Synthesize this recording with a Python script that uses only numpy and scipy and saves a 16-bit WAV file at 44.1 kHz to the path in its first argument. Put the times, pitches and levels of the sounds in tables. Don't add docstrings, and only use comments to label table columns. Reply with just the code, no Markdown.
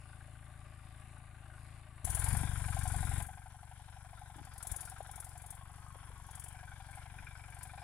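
import sys
import numpy as np
from scipy import signal
from scipy.fft import rfft, irfft, next_fast_len
from scipy.io import wavfile
from scipy.ndimage import uniform_filter1d

SR = 44100
rng = np.random.default_rng(int(sys.argv[2]) if len(sys.argv) > 2 else 0)


def store_wav(level_fs):
    pcm = np.round(np.clip(np.atleast_2d(level_fs), -1, 1) * 32767)
    wavfile.write(sys.argv[1], SR, pcm.T.astype(np.int16))


N = 345303
T = np.arange(N) / SR
CUT_S = 2.045


def amp(db):
    return 10 ** (np.asarray(db) / 20)


def evened(x):
    return x / np.sqrt(np.mean(x ** 2) + 1e-20)


def curve(rows, axis=1):
    columns = np.transpose(rows)
    return np.interp(T, columns[0], columns[axis])


def read(points, hz):
    f, value = np.transpose(points)
    return np.interp(np.log(hz + 1), np.log(f + 1), value)


def panned(lean_db):
    ratio = amp(np.atleast_1d(lean_db))
    return 2 * np.array([ratio, np.ones_like(ratio)]) / (1 + ratio)


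def add(mix, start_s, sound):
    part = mix[max(round(start_s * SR), 0):][:len(sound)]
    part += sound[:len(part)]


def wobble(hz):
    values = rng.standard_normal(N // 8)
    return evened(np.interp(T * hz, np.arange(N // 8), values))


# frequency in Hz, likeness (held to 0..1).
LIKENESS = [(60, 6.5), (250, -0.4), (700, 3.5), (1400, 0.78), (2500, 0.58), (5000, 0.39), (15000, -0.14)]


def noise(colour, lean, gate=1):
    size = next_fast_len(N + 4096, True)
    hz = np.fft.rfftfreq(size, 1 / SR)
    shared, other = rfft(rng.standard_normal((2, N)) * gate, size)
    same = np.clip(read(LIKENESS, hz), 0, 1)
    second = same * shared + np.sqrt(1 - same ** 2) * other
    pair = np.array([shared, second]) * panned(read(lean, hz))
    x = irfft(pair * amp(read(colour, hz)), size)[:, :N]
    return x / x.mean(0).std()


def swell(u):
    u = np.maximum(u, 0)
    return (u / 2) ** 2 * np.exp(2 - u)


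def ring(hz, swell_s):
    t = np.arange(0, 20 * swell_s, 1 / SR)
    return swell(t / swell_s) * np.sin(2 * np.pi * (hz * t + rng.random()))


def crank(speed, start):
    return start + np.cumsum(curve(speed)) / SR


GOVERNOR_LAG_S, LOAD_BEND = 0.14, 0.7
FULL_SAG = 3.2


def load(speed, free_speed):
    sag = free_speed - np.interp(T - GOVERNOR_LAG_S, *np.transpose(speed))
    return np.clip(sag / FULL_SAG, 0, 1) ** LOAD_BEND


def strokes(turns, idle_db, scatter_db):
    index = np.floor(turns).astype(int)
    scatter = scatter_db * rng.standard_normal(256)[index % 256]
    return amp(idle_db * (index % 2) + scatter)


def strike(turns, rise, fall):
    ages = turns % 1 + np.arange(3)[:, None]
    return ((1 - np.exp(-(ages / rise) ** 2)) * np.exp(-ages / fall)).sum(0)


def thud(turns, orders, level_db, lean_db, rebound, waver_db):
    def dip(phase):
        return -sum(amp(db) * np.cos(2 * np.pi * order * phase) for order, db in orders)
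    pulse = dip(turns) + rebound * dip(turns - .42)
    return evened(pulse) * amp(level_db + waver_db * wobble(31.5)) * panned(lean_db)


def rasp(turns, colour, lean, bed, fall, again):
    force = strokes(turns, 0, scatter_db=1.2)
    grain = amp(1.8 * wobble(1500))
    second = swell((turns - .36) % 1 / .085)
    shake = strike(turns, rise=0.099, fall=fall) + again * second
    return noise(colour, lean, (bed + force * shake) * grain)


# pitch in Hz, relative level in dB, swell time in seconds.
BLOCK_MODES = [(749.7, 18.5, 0.0026), (843, 12, 0.0037), (920, 3.5, 0.0013), (1026, 1, 0.0084)]
BOUNCE_S, BOUNCE_DB = 0.0097, -6
KNOCK_SCATTER_DB = .7


def knock(turns, modes, idle_db, detune, scatter_db):
    out = np.zeros(N)
    force = strokes(turns, idle_db, scatter_db)
    for at in np.flatnonzero(np.diff(np.floor(turns))) + 1:
        for hz, db, swell_s in modes:
            pitch, size, late, bounce = rng.standard_normal(4)
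            pitch_hz = hz * (1 + detune * pitch)
            gain = force[at] * amp(db + .5 * size)
            bounce_gain = gain * amp(BOUNCE_DB + bounce)
            add(out, at / SR, gain * ring(pitch_hz, swell_s))
            add(out, at / SR + BOUNCE_S * np.exp(0.2474 * late), bounce_gain * ring(pitch_hz, swell_s))
    return evened(out)


# start in seconds, end in seconds, pitch in Hz, level in dB.
PANELS = [(0.0, 1.7, 1544, -77.5), (1.35, 1.54, 1498, -70), (1.44, 1.43, 758, -70), (2.3, 3, 1044, -64),
          (2.3, 3.25, 1555, -60.5), (4.2, 5.2, 1357, -76), (5.61, 6.22, 1080, -64.5),
          (5.8, 5.96, 1274, -70), (6.6, 7.8, 1602, -68), (6.6, 7.8, 2310, -70.5)]
PANEL_FADE_DB_PER_S, PANEL_SCATTER_DB = 62, 2
CLANK_DB, CLANK_SWELL_S, PANEL_SWELL_S = 10, 0.0012, 0.007


def panels(turns):
    out = np.zeros(N)
    for start, end, hz, db in PANELS:
        outside_s = abs(T - np.clip(T, start, end))
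        modes = [(hz, CLANK_DB, CLANK_SWELL_S), (hz, 0, PANEL_SWELL_S)]
        rings = knock(turns - .39, modes, idle_db=0.5, detune=0.0302, scatter_db=PANEL_SCATTER_DB)
        out += amp(db - PANEL_FADE_DB_PER_S * outside_s) * rings
    return out


SCATTER_DB, SCATTER_T60_S = -11, 0.19


def field(x, lean_db):
    t = T[:SR // 4]
    tail = rng.standard_normal((2, len(t))) * amp(-60 * t / SCATTER_T60_S) * (t > .006)
    tail /= np.linalg.norm(tail, axis=1, keepdims=True)
    scatter = signal.fftconvolve(x[None], tail, axes=1)[:, :N]
    return (x + amp(SCATTER_DB) * scatter) * panned(lean_db)


CRACK_SWELL_TURNS = .075


def crack(turns, colour, lean, idle_db):
    burst = swell((turns % 1) / CRACK_SWELL_TURNS) * strokes(turns, idle_db, scatter_db=1.2)
    return noise(colour, lean, burst)


def clatter(turns, colour, lean, fall, bed, idle_db):
    burst = strike(turns, rise=.17, fall=fall) * strokes(turns, idle_db, scatter_db=1)
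    grain = amp(1.66 * wobble(500))
    return noise(colour, lean, (bed + burst) * grain)


# time in seconds, speed in turns a second.
SPEED_A = [(0.0, 26.69), (0.67, 27.31), (0.97, 26.62), (1.18, 27.8), (1.5, 25.84), (1.73, 27.77),
           (2.045, 26.84)]
# multiple of crank speed, relative level in dB.
THUD_A = [(1, -5), (2, -4), (3, 0), (4, 1), (5, -6), (6, -22), (7, -22), (8, -18), (9, -26), (10, -23),
          (11, -29), (12, -28)]
# frequency in Hz, relative dB per Hz.
CLATTER_A = [(120, -7), (220, -17), (360, 1.5), (450, -26), (610, 7.5), (680, -2), (740, 8.5), (950, -3),
             (1190, 9), (1290, -5), (1550, 2), (2200, -2), (2800, -4), (3300, -15.5), (3620, -6.5),
             (3950, -15.5), (5000, -19), (6200, -22), (9000, -35)]
RASP_COLOUR_A = [(3500, -7.5), (6200, -16.5), (7100, -4), (8200, -4.5), (9000, 2), (10100, 1.5),
                 (11200, -6), (12900, -27), (15800, -42)]
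CRACK_COLOUR_A = [(400, -25), (700, 3), (1100, -2.5), (1500, 9), (1900, 3), (2500, 3), (3100, -4),
                  (3600, -7), (4500, -17), (9000, -30)]
# frequency in Hz, left minus right in dB.
LEAN_A = [(60, 3.5), (1200, 5), (1900, -3), (3000, 3), (4300, 17.5), (5300, 3), (8000, -1), (10500, 13),
          (13000, -2.5)]
FREE_SPEED_A = 27.65
THUD_A_DB, KNOCK_A_DB, CLATTER_A_DB, RASP_A_DB = -54.5, -78.5, -65, -72.5
CRACK_A_DB = -8
LOAD_THUD_A_DB, LOAD_CLATTER_A_DB, LOAD_RASP_A_DB = 3, 0.5, 7.5


def first_spot():
    turns, pull = crank(SPEED_A, -.111), load(SPEED_A, FREE_SPEED_A)
    thud_db = THUD_A_DB + LOAD_THUD_A_DB * pull
    clatter_db = CLATTER_A_DB + LOAD_CLATTER_A_DB * pull
    rasp_db = RASP_A_DB + LOAD_RASP_A_DB * pull
    thuds = thud(turns, THUD_A, thud_db, lean_db=5.5, rebound=0.43, waver_db=0.5)
    rasps = rasp(turns + 0.28, RASP_COLOUR_A, LEAN_A, bed=0.47, fall=0.16, again=0.27)
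    knocks = amp(KNOCK_A_DB) * knock(turns - .28, BLOCK_MODES, idle_db=-4.0, detune=0.062,
                                     scatter_db=KNOCK_SCATTER_DB)
    rings = field(knocks + panels(turns + 0.1212), lean_db=3.0)
    cracks = crack(turns - .28, CRACK_COLOUR_A, LEAN_A, idle_db=0.5)
    clatters = clatter(turns - .22, CLATTER_A, LEAN_A, fall=1.0, bed=0.55, idle_db=0.0)
    return (thuds + amp(rasp_db) * rasps + rings
            + amp(clatter_db + CRACK_A_DB) * cracks + amp(clatter_db) * clatters)


# time in seconds, thud level in dB, clatter level in dB before load.
LOUDNESS_B = [(2.05, -40.5, -56.5), (2.15, -41, -51.5), (2.32, -34.5, -46.5), (2.5, -39, -51),
              (3.2, -37.5, -50), (3.27, -49.5, -61), (3.42, -54.5, -62), (4.69, -53.5, -58.5),
              (4.72, -44.5, -55.5), (4.75, -53.5, -57), (5.5, -53.5, -60.5), (6.6, -52.5, -58.5),
              (7.83, -52.5, -58)]


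def loudness():
    loud_db = curve(LOUDNESS_B)
    return (loud_db - loud_db.min()) / np.ptp(loud_db)


# frequency in Hz, relative dB per Hz.
AIR = [(10, -0.5), (30, 4.5), (80, -6), (160, -4.5), (300, -17), (450, -23), (800, -53), (2000, -19.5),
       (4500, -54), (11000, -34), (16000, -45)]


def air():
    loud_db = np.where(T < CUT_S, THUD_A_DB, curve(LOUDNESS_B))
    return noise(AIR, LEAN_A) * amp(loud_db - 12.5 + 2.0 * wobble(6.8))


# start in seconds, level in dB, pitch in Hz.
CLANKS = [(0.054, -60, 1470), (0.13, -54.5, 1490), (0.209, -58, 1636), (0.281, -58, 614),
          (0.353, -63, 1490), (0.788, -63, 1380), (1.168, -58, 1500), (1.456, -60, 1440), (1.5, -57, 1560),
          (1.577, -57.5, 1490), (2.174, -46, 1610), (2.273, -40, 900), (2.9, -44, 1480), (3.07, -43, 1444),
          (3.591, -59, 1400), (3.927, -61, 1450), (4.173, -54, 1350), (4.383, -48, 790), (4.514, -55, 1350),
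          (4.604, -50, 1365), (4.874, -49, 1450), (4.961, -53, 1310), (5.048, -56, 1370), (5.09, -49, 770),
          (5.136, -55, 1380), (5.224, -53, 1360), (6.287, -49.5, 890), (6.679, -47.5, 1510),
          (6.717, -50, 1510), (6.932, -63, 2250), (7.185, -50.5, 2420), (7.186, -49, 1540),
          (7.267, -48, 2390), (7.271, -49.5, 1540), (7.353, -48.5, 1520), (7.394, -51.5, 803),
          (7.436, -54.5, 2340), (7.525, -61, 2300), (7.696, -55, 2400), (7.777, -45, 790),
          (7.778, -53, 2390)]
# multiple of its pitch, relative level in dB, swell time in seconds.
CLANK_MODES = [(1, 1.5, 0.0016), (.86, -13.5, 0.0019), (1.15, -14, 0.00077)]


def clanks():
    out = np.zeros(N)
    for start_s, db, hz in CLANKS:
        for ratio, mode_db, swell_s in CLANK_MODES:
            add(out, start_s, amp(db + mode_db) * ring(hz * ratio, swell_s))
            add(out, start_s + BOUNCE_S, amp(db + mode_db + BOUNCE_DB) * ring(hz * ratio, swell_s))
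    return out


# time in seconds, speed in turns a second.
SPEED_B = [(2.045, 19.39), (2.4, 24.51), (2.76, 23.12), (3.15, 23.01), (3.91, 24.1), (4.36, 23.62),
           (4.62, 21.9), (5.02, 23.09), (5.2, 22.69), (5.94, 24.29), (6.3, 22.64), (6.65, 23.88),
           (6.8, 23.02), (7.1, 24.02), (7.48, 23.12), (7.83, 24.37)]
# multiple of crank speed, relative level in dB.
THUD_B = [(1, -8.5), (2, -4.5), (3, 0), (4, .5), (5, -5.5), (6, -2.5), (7, -23), (8, -25), (9, -32),
          (10, -31), (11, -34), (12, -33)]
# frequency in Hz, relative dB per Hz.
CLATTER_B = [(150, 1), (280, -10.5), (480, -16.5), (600, -4.5), (760, 0.5), (1020, 1.5), (1200, -8),
             (1550, 5), (1950, -7), (2350, -6), (2700, -11.5), (3400, -8.5), (4200, -16), (5200, -11.5),
             (6500, -16), (9000, -32)]
RASP_COLOUR_B = [(2500, -37), (4500, -26), (6200, -20.5), (7300, -8.5), (8300, -9.5), (9300, -5),
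                 (9900, -2.5), (10700, -6), (11600, -16.5), (13000, -17.5), (14500, -52), (16000, -73)]
RASP_BODY = [(1500, -13), (2700, -9.5), (3400, 4), (3800, 6), (4200, 0), (4800, 0.5), (5500, -6),
             (6200, -32), (9000, -30)]
CRACK_COLOUR_B = [(400, -25), (750, 10.5), (1000, 10), (1200, 2), (1550, 2.5), (1900, 2), (2350, 0.5),
                  (2700, -2), (3400, -2.5), (4300, -13.5), (6000, -11), (10000, -20)]
CLACK_COLOUR = [(900, -19), (1350, 8), (1600, 4.5), (1950, -6.5), (2380, 6), (2750, -28), (3500, -13),
                (6000, -30)]
# time in seconds, level in dB.
KNOCK_B = [(2.05, -53), (2.43, -56), (2.55, -59.5), (2.7, -57.5), (2.77, -50), (3.12, -53.5), (3.2, -51.5),
           (3.46, -62), (3.88, -67), (4.2, -60), (4.56, -63), (4.74, -59), (4.83, -61), (5.05, -58),
           (5.36, -60), (5.45, -62), (6.2, -73.5), (6.55, -61.5), (6.8, -66), (6.98, -59.5), (7.3, -67.5),
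           (7.8, -59)]
CLACK_B = [(2.05, -67.5), (2.6, -57), (3.17, -62.5), (3.35, -73), (4.3, -74.5), (4.9, -68.5), (5.6, -75.5),
           (6.3, -73.5), (6.7, -70), (7.25, -69.5), (7.8, -67)]
# frequency in Hz, left minus right in dB.
LEAN_B = [(60, 14), (700, 6.3), (1800, 0.36), (2300, 9.2), (2700, 0.83), (3300, 17.7), (4800, 2.6),
          (6500, 1.8), (9700, 20), (13000, 5.3), (16000, 3.6)]
FREE_SPEED_B = 23.24
RASP_FREE_DB, RASP_CEILING_DB = -14, -48
LOAD_RASP_B_DB, LOAD_CLATTER_B_DB = 10.5, 3.5
CRACK_B_DB, CHATTER_DB = -9, -3.5
RASP_BODY_DB = -63.5


def second_spot():
    turns, pull = crank(SPEED_B, .21), load(SPEED_B, FREE_SPEED_B)
    thud_db = curve(LOUDNESS_B)
    clatter_db = curve(LOUDNESS_B, axis=2) + LOAD_CLATTER_B_DB * pull
    rasp_db = np.minimum(thud_db + RASP_FREE_DB + LOAD_RASP_B_DB * pull, RASP_CEILING_DB)
    thuds = thud(turns, THUD_B, thud_db, lean_db=8.0, rebound=0.36, waver_db=0.0)
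    rasps = rasp(turns + 0.17, RASP_COLOUR_B, LEAN_B, bed=0.22, fall=0.15, again=0.17)
    body = rasp(turns + 0.13, RASP_BODY, LEAN_B, bed=0.22, fall=0.12, again=0.17)
    knocks = amp(curve(KNOCK_B)) * knock(turns - .355, BLOCK_MODES, idle_db=-11.5, detune=0.014,
                                         scatter_db=KNOCK_SCATTER_DB)
    rings = field(knocks + panels(turns), lean_db=5.0)
    cracks = crack(turns - .35, CRACK_COLOUR_B, LEAN_B, idle_db=-4.5)
    clacks = crack(turns - .39, CLACK_COLOUR, LEAN_B, idle_db=5)
    chatter = clatter(turns - .35, CLATTER_B, LEAN_B, fall=1.0, bed=0.32, idle_db=2.5)
    return (thuds + amp(rasp_db) * rasps + amp(RASP_BODY_DB) * loudness() ** 2 * body + rings
            + amp(clatter_db + CRACK_B_DB) * cracks + amp(curve(CLACK_B)) * clacks
            + amp(clatter_db + CHATTER_DB) * chatter)


# start in seconds, level in dB.
SPITS = [(2.047, -39), (2.1, -40), (2.146, -39), (2.194, -41.5), (2.24, -39), (2.283, -41.5), (2.326, -46),
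         (2.367, -43), (2.787, -47.5), (2.832, -47), (2.875, -47), (3.222, -46.5), (3.264, -55),
         (4.362, -60.5), (4.448, -58), (4.534, -58), (4.578, -51.5), (4.625, -45), (4.668, -42),
         (4.714, -41), (4.76, -43.5), (4.806, -45), (4.85, -49.5), (4.895, -51.5), (4.981, -63),
         (5.025, -59), (5.069, -59), (5.111, -50), (5.156, -48.5), (5.199, -46), (5.243, -50), (5.288, -57),
         (5.375, -55.5), (5.417, -56), (5.461, -53.5), (5.503, -45.5), (5.549, -58), (6.264, -61),
         (6.308, -54.5), (6.35, -51), (6.395, -48.5), (6.438, -48.5), (6.481, -53), (6.524, -65),
         (6.908, -59.5), (6.952, -61), (7.5, -61.5), (7.544, -60), (7.586, -58), (7.628, -47), (7.67, -62)]
# frequency in Hz, relative dB per Hz.
SPIT_COLOUR = [(1000, -9), (3000, -21.5), (5000, -13), (6500, -5), (7500, -1.5), (8300, -0.5), (9800, 9),
               (11200, 0), (12700, -5.5), (14000, -13.5), (16000, -15)]
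SPIT_SWELL_S, SIZZLE_DB, SIZZLE_FADE_S = 0.0022, -9, .032


def spits():
    gate, t = np.zeros(N), T[:SR // 5]
    sizzle = (1 - np.exp(-t / SPIT_SWELL_S)) * np.exp(-t / SIZZLE_FADE_S)
    shape = swell(t / SPIT_SWELL_S) + amp(SIZZLE_DB) * sizzle
    for start_s, db in SPITS:
        add(gate, start_s, amp(db) * shape)
    return gate * noise(SPIT_COLOUR, LEAN_B, amp(0.6 * wobble(1700)))


# start in seconds, level in dB, pitch in Hz, swell time in seconds.
BUMPS = [(2.337, -31.5, 140, 0.002), (2.433, -36.5, 230, 0.0016), (4.357, -51, 288, 0.0016),
         (4.377, -55, 300, 0.0032), (4.396, -55, 290, 0.0023), (4.403, -42.5, 97, 0.0047),
         (4.413, -49, 260, 0.0012), (4.713, -35, 49.3, 0.0038), (4.719, -55, 250, 0.0011),
         (5.005, -37.5, 670, 0.00096), (5.008, -59.5, 467, 0.0017), (5.955, -50.5, 520, 0.00085),
         (6.102, -55.5, 458, 0.0012)]


def bumps():
    dull = np.zeros(N)
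    for start_s, db, hz, swell_s in BUMPS:
        add(dull, start_s, amp(db) * ring(hz, swell_s))
    return dull * panned(14)


# frequency in Hz, rms drift in dB.
DRIFT = [(1500, 0), (2800, 1.8), (5000, 2.4), (7500, 1.6), (10000, 1.3), (14000, 1.8)]


def drifting(x):
    hz, _, z = signal.stft(x, SR, nperseg=512, noverlap=384)
    patches = rng.standard_normal(z.shape[1:])
    for _ in range(2):
        patches = uniform_filter1d(patches, size=5, axis=0)
        patches = uniform_filter1d(patches, size=36, axis=1)
    gain = amp(read(DRIFT, hz)[:, None] * evened(patches))
    gain /= np.sqrt(np.mean(gain ** 2, axis=1, keepdims=True))
    return signal.istft(z * gain, SR, nperseg=512, noverlap=384)[1][:, :N]


RIGHT_LAG_SAMPLES = 3
LEAN_FIRST_DB, LEAN_LOUD_DB = 2, 4


def scene():
    left, right = second_spot()
    second = [left, np.roll(right, RIGHT_LAG_SAMPLES)]
    tractor = np.where(T < CUT_S, first_spot(), second)
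    mix = drifting(tractor + spits()) + field(clanks(), lean_db=5) + bumps() + air()
    return mix * panned(np.where(T < CUT_S, LEAN_FIRST_DB, LEAN_LOUD_DB * loudness()))


EDGE_HZ = 15850


def record(dry):
    low_pass = signal.firwin(511, EDGE_HZ, window=("kaiser", 9), fs=SR)
    return signal.oaconvolve(dry, low_pass[None], "same")


dry = scene()
out = record(dry)
store_wav(out)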